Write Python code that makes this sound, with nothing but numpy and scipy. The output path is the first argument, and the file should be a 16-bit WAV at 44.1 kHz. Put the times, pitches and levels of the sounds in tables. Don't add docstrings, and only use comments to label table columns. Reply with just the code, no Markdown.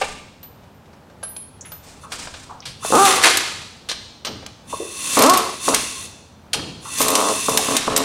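import sys
import numpy as np
from scipy import signal
from scipy.fft import rfft, irfft, next_fast_len
from scipy.io import wavfile
from scipy.ndimage import map_coordinates

SR = 44100
rng = np.random.default_rng(int(sys.argv[2]) if len(sys.argv) > 2 else 0)


def write(x):
    x = np.atleast_2d(x).T
    wavfile.write(sys.argv[1], SR, np.round(np.clip(x, -1, 1) * 32767).astype(np.int16))

N = 354563
TIME = np.arange(N) / SR

# (start t/s, air cut t/s, first rate/(puffs per s), top rate/(puffs per s), spin-up t/s,
# first puff level/dB, running level/dB, fade after the cut/(dB per s), steepness of the puffs at top speed 0-1)
MOTOR_RUNS = [(2.924, 3.031, 101.5, 392, 0.067, -3.5, 1, 103, 0.9),
              (5.171, 5.314, 92, 376, 0.126, -1, 0, 128, 1),
              (5.681, 5.733, 57, 117, 0.053, -1.5, -8, 600, 0.63),
              (7.005, 7.308, 35.5, 102, 0.13, -4.5, -9, 300, 0.86),
              (7.484, 7.568, 50, 78, 0.065, -3.5, -9.5, 114, 0.33),
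              (7.685, 7.755, 42, 79, 0.051, -9, -7, 450, 0.05),
              (7.878, 8.04, 22, 77, 0.05, -4.5, -9, 302, 0.35)]


def amp(db):
    return 10 ** (np.asarray(db) / 20)


def unit(x):
    return x / np.sqrt(np.mean(x ** 2) + 1e-20)


def along(points, hz):
    f, v = np.transpose(points)
    return np.interp(np.log(hz + 1), np.log(np.abs(f) + 1), v)


def lifts(peaks, hz):
    return sum(db / (1 + (2 * (hz - centre) / width) ** 2) for centre, width, db in peaks)


def wobble(rate):
    knots = rng.standard_normal(int(N * rate / SR) + 4)
    return map_coordinates(knots, [TIME * rate])


def gate_db(start, stop, rise_db_per_s, fall_db_per_s):
    rise = -rise_db_per_s * np.maximum(start - TIME, 0)
    fall = -fall_db_per_s * np.maximum(TIME - stop, 0)
    return rise + fall


def colour(x, db_of_hz, size=4096):
    gain = np.maximum(amp(db_of_hz(np.fft.rfftfreq(size, 1 / SR))), 1e-6)
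    cepstrum = irfft(np.log(gain))
    cepstrum[1:size // 2] *= 2
    cepstrum[size // 2 + 1:] = 0
    response = irfft(np.exp(rfft(cepstrum)))
    return signal.fftconvolve(x, response)[:len(x)]


def add(track, s, sound):
    start = int(np.clip(round(s * SR), 0, N - 1))
    track[start:start + len(sound)] += sound[:N - start]


def burst(t60, db_of_hz, attack_s=0.00044, size=16384):
    t = TIME[:size]
    ring = unit(colour(rng.standard_normal(2 * size), db_of_hz)[size:])
    decay = amp(-60 * t / max(t60, .004))
    return ring * decay * (1 - np.exp(-t / attack_s))


def ringing(modes, sign, size=8192):
    t = TIME[:size]
    response = np.zeros(size)
    for k, (hz, width, db) in enumerate(modes):
        damping = np.exp(-np.pi * width * t)
        response += sign ** k * amp(db) * damping * np.cos(2 * np.pi * hz * t)
    return response


def motor(muffler_hz=1370, direct_db=-2, shield=0.28, housing_db=-19, swirl_db=-25, swirl_t60=0.035):
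    # (f/Hz, width/Hz, level/dB)
    passages = [(314, 90, -14.5), (490, 98, -2), (816, 228, 3.5), (1182, 177, 2)]
    # (f/Hz, width/Hz, level/dB)
    housing_modes = [(261, 30, -3), (438.6, 32, 4), (538, 25, -2), (633, 34, 1.5), (690, 25, -4),
                     (940, 24, -6.5), (1000, 42, 4), (1130, 63, 4.5)]
    # (t/s, relative level/dB)
    pressing = [(3.4, -13), (5.1, 1), (6.9, 2), (8.04, 3)]
    puffs = puff_train()
    press_db = np.interp(TIME, *np.transpose(pressing))

    muffler = signal.butter(6, muffler_hz, fs=SR, output="sos")
    pipe = signal.sosfilt(muffler, ringing(passages, 1))
    pipe = pipe / np.abs(pipe).max()

    trail = np.abs(signal.fftconvolve(puffs ** 2, amp(-120 * TIME[:SR // 10] / swirl_t60))[:N])
    swirl = np.sqrt(trail) * rng.standard_normal(N) / np.linalg.norm(pipe)

    direct = amp(direct_db - shield * press_db) * puffs
    exhaust = signal.fftconvolve(direct + amp(swirl_db) * swirl, pipe)[:N]

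    shaken = signal.fftconvolve(puffs * amp(housing_db + press_db), ringing(housing_modes, -1.01))[:N]
    shaken = colour(shaken, lambda hz: along([(1200, 2.5), (1600, -11.0), (3000, -24)], hz))
    return colour(exhaust + shaken, lambda hz: along([(30, -27), (140, -4), (330, 0)], hz))


def puff_train(scatter_db=8, edge_hz=450, first_front=0.9, front_power=1.1, free_rate=380):
    choke_rate = 178
    coast_octaves_per_s, coast_db = 0.5, 29.5
    uneven_slow, uneven_fast, uneven_per_coast_s = 0.23, 0.06, 2.56
    speed_waver, wavers_per_s = 0.018, 30
    steep, soft, hunting = np.zeros(N), np.zeros(N), wobble(wavers_per_s)
    for start, cut, first_rate, top_rate, spin_s, first_db, run_db, fade, top_front in MOTOR_RUNS:
        t = np.arange(start, cut + coast_db / fade, 1 / SR)
        speed = np.interp(t, [start, start + spin_s], [first_rate, top_rate])
        speed = speed * 2 ** (-coast_octaves_per_s * np.maximum(t - cut, 0))

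        count = np.cumsum(speed * (1 + speed_waver * np.interp(t, TIME, hunting))) / SR
        times = np.interp(np.arange(count[-1]), count, t)
        rate, coast = np.interp(times, t, speed), np.maximum(times - cut, 0)

        uneven = np.interp(rate, [0, free_rate], [uneven_slow, uneven_fast]) + uneven_per_coast_s * coast
        late, strong = rng.standard_normal((len(times), 2)).T * uneven
        db = run_db - fade * coast + scatter_db * strong
        front = top_front * (rate / top_rate) ** front_power
        late[0], db[0], front[0] = 0, first_db, first_front

        at = np.minimum((times + late / rate / 4) * SR, N).astype(int)
        strength = amp(db) * np.minimum(1, choke_rate / rate)
        share = np.clip(front, 0, 1)
        steep += np.bincount(at, strength * share, N)[:N]
        soft += np.bincount(at, strength * (1 - share), N)[:N]
    rounding = signal.butter(1, edge_hz, fs=SR, output="sos")
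    return steep + signal.sosfilt(rounding, soft)


def jolts():
    thump_db, thump_t60, lead_s = -20, 0.068, 0.005
    # (f/Hz, density level/dB)
    thump = [(45, -29.5), (120, 1), (260, -2.5), (600, -16), (2000, -54)]
    out = np.zeros(N)
    for start, _, _, _, _, first_db, *_ in MOTOR_RUNS:
        blow = burst(thump_t60, lambda hz: along(thump, hz), attack_s=0.0012)
        add(out, start - lead_s, amp(first_db + thump_db) * blow)
    return out


def hiss(gain_db=0.0, flutter_db=1, open_db=-25, blur=0.38):
    # (f/Hz, density level/dB)
    jet = [(40, -56), (100, -14), (250, -2), (800, -13), (1600, -8.5), (2300, -8.5), (3100, -5),
           (5000, -5.5), (7000, 1), (9500, -1.5), (11000, -7.5), (13000, -13.5), (16000, -20)]
    # (f/Hz, width/Hz, lift in a thin stream/dB)
    ports = [(1082, 175, 20.5), (1964, 93, 11.5), (2647, 255, 17), (3556, 180, 15.5), (4285, 270, 10),
             (6020, 620, 7.5), (9740, 890, 11)]
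    flow = air_flow()
    thin = unit(colour(rng.standard_normal(N), lambda hz: along(jet, hz) + lifts(ports, hz)))
    full = unit(colour(rng.standard_normal(N), lambda hz: along(jet, hz) + blur * lifts(ports, hz)))
    share = flow ** 2 / (flow ** 2 + amp(open_db) ** 2)
    stream = np.sqrt(1 - share) * thin + np.sqrt(share) * full
    return stream * flow * amp(gain_db + flutter_db * wobble(150))


def air_flow():
    # (valve cracks open t/s, full squeeze t/s, valve shuts t/s, swell t/s, settling t/s,
    # leak level/dB, squeeze level/dB, settled level/dB)
    pulls = [(2.028, 2.04, 2.05, 0.005, 0.025, -46, -46, -52),
             (2.845, 3.074, 3.19, 0.25, 0.18, -28.5, -17.5, -33),
             (4.702, 5.158, 5.605, 0.27, 0.21, -36.5, -20, -38),
             (5.60, 5.661, 6.056, 0.072, 0.28, -39, -22, -34),
             (6.833, 7.018, 7.78, 0.19, 0.06, -42, -20, -25)]
    valve_db_per_s = 550
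    flow = np.zeros(N)
    for opens, squeeze, shuts, swell_s, settle_s, leak_db, squeeze_db, settled_db in pulls:
        knots = [squeeze - swell_s, squeeze, squeeze + settle_s]
        db = np.interp(TIME, knots, [leak_db, squeeze_db, settled_db])
        valve_db = np.maximum(gate_db(opens, shuts, valve_db_per_s, valve_db_per_s), -100)
        flow = np.maximum(flow, amp(db + valve_db))
    return flow


def clacks(gain_db=-9, top_db=3):
    # (t/s, relative level/dB, relative top-end level/dB)
    strikes = [(2.9515, -4.5, -23), (3.0527, -2.5, -17.5), (3.079, -16, -38), (3.158, -9, -18),
               (3.2282, -5, -20), (3.3709, 1.5, -19), (5.1898, -0.5, -14), (5.2223, 2, -12),
               (5.2364, 1, -28.5), (5.2612, -2.5, -19), (5.2963, 2.5, -18), (5.3357, -3, -20),
               (5.3737, -1.5, -11), (5.687, -3.5, -31), (5.7446, 3.5, -23), (6.985, -8, -20),
               (7.0154, -2.5, -15), (7.0249, -5, -10), (7.0825, -1, -16.5), (7.102, -7, -9),
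               (7.1528, 3, -25), (7.176, -12, -15), (7.202, -10, -17), (7.2863, -6.5, -40),
               (7.4928, -6.5, -17), (7.5735, 3.5, -14.5), (7.7667, 2, -23), (7.9632, 3, -23.5),
               (7.9754, -1, -11)]
    # (f/Hz, width/Hz, lift/dB)
    socket_ring = [(9800, 660, 0), (12130, 530, 6.5), (13250, 380, 15.5), (14200, 400, 12)]
    clack_t60 = 0.04
    out = np.zeros(N)
    for s, db, bright_db in strikes:
        edge_db = bright_db + top_db
        shape = [(60, -52.5), (300, -18.0), (1500, -16.5), (3200, -11.0), (9000, -9.5),
                 (12000, edge_db - 3.5), (15500, edge_db - 20.5)]
        blow = burst(clack_t60, lambda hz: along(shape, hz) + lifts(socket_ring, hz))
        add(out, s, amp(db + gain_db) * blow)
    return out


def chatter(rate=700, spread_db=4, gain_db=-3, t60=0.043):
    # (f/Hz, density level/dB)
    socket = [(180, -40), (300, -8.5), (502, -7.5), (624, -6), (1170, -2.5), (1660, -4.5), (2520, -4.5),
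              (4750, -7.5), (6520, -11), (9880, -13), (16000, -39.5)]
    contacts = (rng.random(N) < rate / SR) * amp(spread_db * rng.standard_normal(N))
    energy = np.abs(signal.fftconvolve(contacts ** 2, amp(-120 * TIME[:SR // 10] / t60))[:N])
    rattle = colour(np.sqrt(energy) * rng.standard_normal(N), lambda hz: along(socket, hz))
    return amp(gain_db) * unit(rattle) * rattling()


def rattling():
    # (t/s, relative level/dB, fade/(dB per s))
    bouts = [(2.96, -22, 49), (3.055, -13, 65), (3.229, -7, 113), (5.164, -12, 110), (5.329, -15, 190),
             (5.736, -14.5, 238), (6.995, -21, 134), (7.62, -28.5, -6)]
    rise_s = 0.0085
    level = np.zeros(N)
    for s, db, fade in bouts:
        level += np.clip((TIME - s) / rise_s, 0, 1) * amp(db - fade * np.maximum(TIME - s, 0))
    return level


def squeals(waver=0.006):
    # (t/s, length t/s, relative level/dB)
    slips = [(5.373, 0.006, -27), (6.978, 0.008, -36), (7.0, 0.032, -24)]
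    # (f/Hz, relative level/dB)
    tones = [(8990, -1), (12130, 0.5)]
    rise_db_per_s, fall_db_per_s = 3000, 900
    slip = sum(amp(db + gate_db(s, s + length, rise_db_per_s, fall_db_per_s)) for s, length, db in slips)
    song = np.zeros(N)
    for hz, db in tones:
        pitch = hz * (1 + waver * wobble(400))
        song += amp(db) * np.sin(2 * np.pi * np.cumsum(pitch) / SR)
    return slip * song


def knocks(gain_db=-9, body_db=8, top_db=12):
    # (t/s, relative level/dB, relative body level/dB,
    # relative top-end level/dB, t60/s)
    blows = [(0.0125, -6.5, 4, -13, 0.13), (0.429, -33, -13, -4, 0.12), (0.6337, -41, -6, -25, 0.085),
             (0.856, -44, -13, -23, 0.08), (0.9302, -34.5, 1, -19, 0.089), (1.0982, -34.5, 2, -26, 0.073),
             (1.2287, -21, -4, 3, 0.1), (1.3637, -20.5, -20, -4, 0.032), (1.718, -25, -7.5, -8, 0.079),
             (2.119, -15, -14, 7, 0.14), (2.2712, -19.5, -4, -30, 0.078), (2.3392, -23, -11, -30, 0.11),
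             (2.6539, -20, -21, -12, 0.26), (3.8875, -13, -19, -9, 0.089),
             (3.8945, -12, -29.5, -19.5, 0.15), (3.9135, -11, -16.5, -14, 0.072),
             (4.248, -11, -18, -17, 0.093), (4.2682, -11.5, -15, -60, 0.078), (4.4226, -29.5, 3, -21, 0.14),
             (4.461, -28, 8, -13, 0.1), (6.5314, -3, -32, -9.5, 0.1), (6.5401, -12, -3, -18, 0.084)]
    # (f/Hz, density level/dB)
    steel = [(100, -21), (300, -10.5), (520, 4.5), (1000, 1.5), (2100, -4), (3200, -2.5), (5000, -3.5),
             (7200, -10.5), (9500, -12.5), (12000, -22.5), (15000, -38)]
    # (f/Hz, width/Hz, lift/dB)
    steel_ring = [(1210, 110, 4.5), (1610, 130, 8.5), (4350, 67, -0.5), (4230, 180, 2), (8500, 400, 4.5),
                  (9400, 370, 2)]
    out = np.zeros(N)
    for s, db, heavy_db, bright_db, t60 in blows:
        low, high = min(heavy_db + body_db, 12), min(bright_db + top_db, 5)
        tilt = [(100, 0), (900, low), (3000, 0), (6500, 0), (12000, high)]

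        def spectrum(hz):
            return along(steel, hz) + lifts(steel_ring, hz) + along(tilt, hz)

        add(out, s, amp(db + gain_db) * burst(t60, spectrum, attack_s=0.0009))
    return out


def band_bursts(gain_db=-5.0, swell=0.013):
    # (t/s, relative level/dB, f/Hz, half width/octaves, t60/s)
    short_sounds = [(.014, -28, 900, 0.36, 0.086), (0.018, -15, 2580, 0.43, 0.11),
                    (.02, -19.5, 480, 0.32, 0.11), (1.609, -25, 6540, 0.25, 0.063),
                    (1.648, -35, 1900, 0.85, 0.18), (2.032, -31.5, 1110, 0.34, 0.27),
                    (2.492, -29.5, 890, 0.51, 0.41), (2.604, -25, 5500, .2, 0.019),
                    (2.621, -34, 3000, 0.56, 0.13), (2.655, -33, 100, 0.9, 0.35),
                    (2.827, -24.5, 1220, .25, 0.24), (2.848, -10.5, 600, 0.84, 0.037),
                    (2.904, -17, 450, 0.88, 0.052), (4.281, -26, 182, 1.7, 0.43),
                    (4.463, -18, 3920, 0.93, 0.024), (4.727, -15, 1030, 0.17, 0.093),
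                    (4.735, -18, 497, 0.57, 0.047), (4.799, -18, 417, 0.5, 0.23),
                    (5.737, -10.5, 600, 0.96, 0.035), (6.551, -23, 188, 1.63, 0.67),
                    (6.587, -23, 1050, 0.76, 0.061), (6.853, -25, 1090, 0.26, 0.18),
                    (7.59, -15, 750, 0.27, 0.09)]
    out = np.zeros(N)
    for s, db, centre, width, t60 in short_sounds:
        def spectrum(hz):
            band = np.maximum(-6 * (np.log2((hz + 1) / centre) / width) ** 2, -70)
            return band + along([(35, -27), (85, -2.5)], hz)

        add(out, s, amp(db + gain_db) * burst(t60, spectrum, attack_s=swell * t60))
    return out


def slide(gain_db=-3, rough_db=3):
    # (t/s, length t/s, relative level/dB)
    rubs = [(0.01, 0.056, -32), (1.855, 0.064, -41.5), (2.135, 0.016, -33.5), (2.19, 0.24, -42.5)]
    rise_db_per_s, fall_db_per_s = 500, 130
    shape = [(500, -1.0), (3000, -2.5), (8500, -1.5), (12000, -21.0), (16000, -31)]
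    rub = colour(rng.standard_normal(N), lambda hz: along(shape, hz))
    strokes = sum(amp(db + gate_db(s, s + length, rise_db_per_s, fall_db_per_s)) for s, length, db in rubs)
    return amp(gain_db) * strokes * unit(rub * amp(rough_db * wobble(90)))


def clinks(gain_db=-2):
    # (t/s, first pair relative level/dB, second pair relative level/dB)
    rings = [(.430, -66, -32), (.745, -80, -58), (1.234, -24.5, -70), (1.29, -57, -35), (1.366, -29, -56),
             (1.655, -37.5, -52), (1.719, -65, -30.5), (4.249, -68, -41), (6.075, -80, -52),
             (6.532, -60, -48)]
    # (f/Hz, relative level/dB, t60/s)
    mode_pairs = [
        [(10350, 1, 0.21), (10900, 3, 0.2)],
        [(12060, -3, 0.17), (13570, -6.5, 0.41)],
    ]
    out, t = np.zeros(N), TIME[:SR]
    attack = 1 - np.exp(-t / 0.00031)
    for s, *strengths in rings:
        for db, modes in zip(strengths, mode_pairs):
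            for hz, mode_db, t60 in modes:
                decay = amp(db + gain_db + mode_db + rng.standard_normal() - 60 * t / t60)
                add(out, s, decay * np.sin(2 * np.pi * hz * t) * attack)
    return out


def whistle(waver=0.00781):
    # (t/s, length t/s, starting f/Hz, relative level/dB)
    tone = (6.3, -0.4, 8800, -50)
    octaves_per_s = 2.3
    s, length, hz, db = tone
    age = np.clip(TIME - s, 0, length)
    pitch = hz * 2 ** (-octaves_per_s * age) * (1 + waver * wobble(60))
    swell = np.sqrt(np.abs(np.sin(np.pi * age / length)))
    return amp(db) * swell * np.sin(2 * np.pi * np.cumsum(pitch) / SR)


def garage(x, build_s=0.0017):
    # (f/Hz, t60/s)
    decay_times = [(100, 0.9), (400, 0.41), (1200, 0.58), (4000, 0.99), (8000, 0.8), (14000, 0.33)]
    # (f/Hz, relative level/dB)
    walls = [(100, 19), (400, 1), (1200, 6.5), (4000, 6), (9000, 2.5), (14000, -0.5)]
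    hz, t, z = signal.stft(rng.standard_normal(SR), SR, nperseg=256)
    z = z * amp(along(walls, hz)[:, None] - 60 * t / along(decay_times, hz)[:, None])
    tail = signal.istft(z, SR, nperseg=256)[1][:SR] * (1 - np.exp(-TIME[:SR] / build_s))
    return signal.fftconvolve(x, tail / np.linalg.norm(tail))[:N]


def ventilation(db=-46, drift_db=1.1):
    # (f/Hz, density level/dB)
    vent = [(13, -40), (25, -26), (50, -13), (80, -1.5), (128, -7), (229, -7.5), (328, -14.5), (569, -14),
            (750, -17), (837, -14.5), (1230, -21), (1490, -23), (2140, -29), (2320, -28), (11200, -43.5),
            (16000, -46.5)]
    rumble = unit(colour(rng.standard_normal(N), lambda hz: along(vent, hz), size=16384))
    return rumble * amp(db + drift_db * wobble(6.6))


def scene():
    puffs, air = motor() + jolts(), hiss() + whistle()
    socket = chatter() + clacks() + squeals()
    contacts = knocks() + band_bursts() + slide()
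    rings = clinks()
    sent = amp(-8.5) * puffs + amp(-7.5) * air + amp(-7.0) * socket + amp(-8.5) * contacts + amp(-1.0) * rings
    mono = puffs + air + socket + contacts + rings + garage(sent) + ventilation()
    return np.array([mono, mono])


def record(dry):
    top_hz = 15900
    rounded = dry / (1 + np.abs(dry) ** 6) ** (1 / 6)
    size = next_fast_len(N + SR // 2)
    kept = np.fft.rfftfreq(size, 1 / SR) < top_hz
    return irfft(rfft(rounded, size) * kept, size)[:, :N]


dry = scene()
out = record(dry)
write(out)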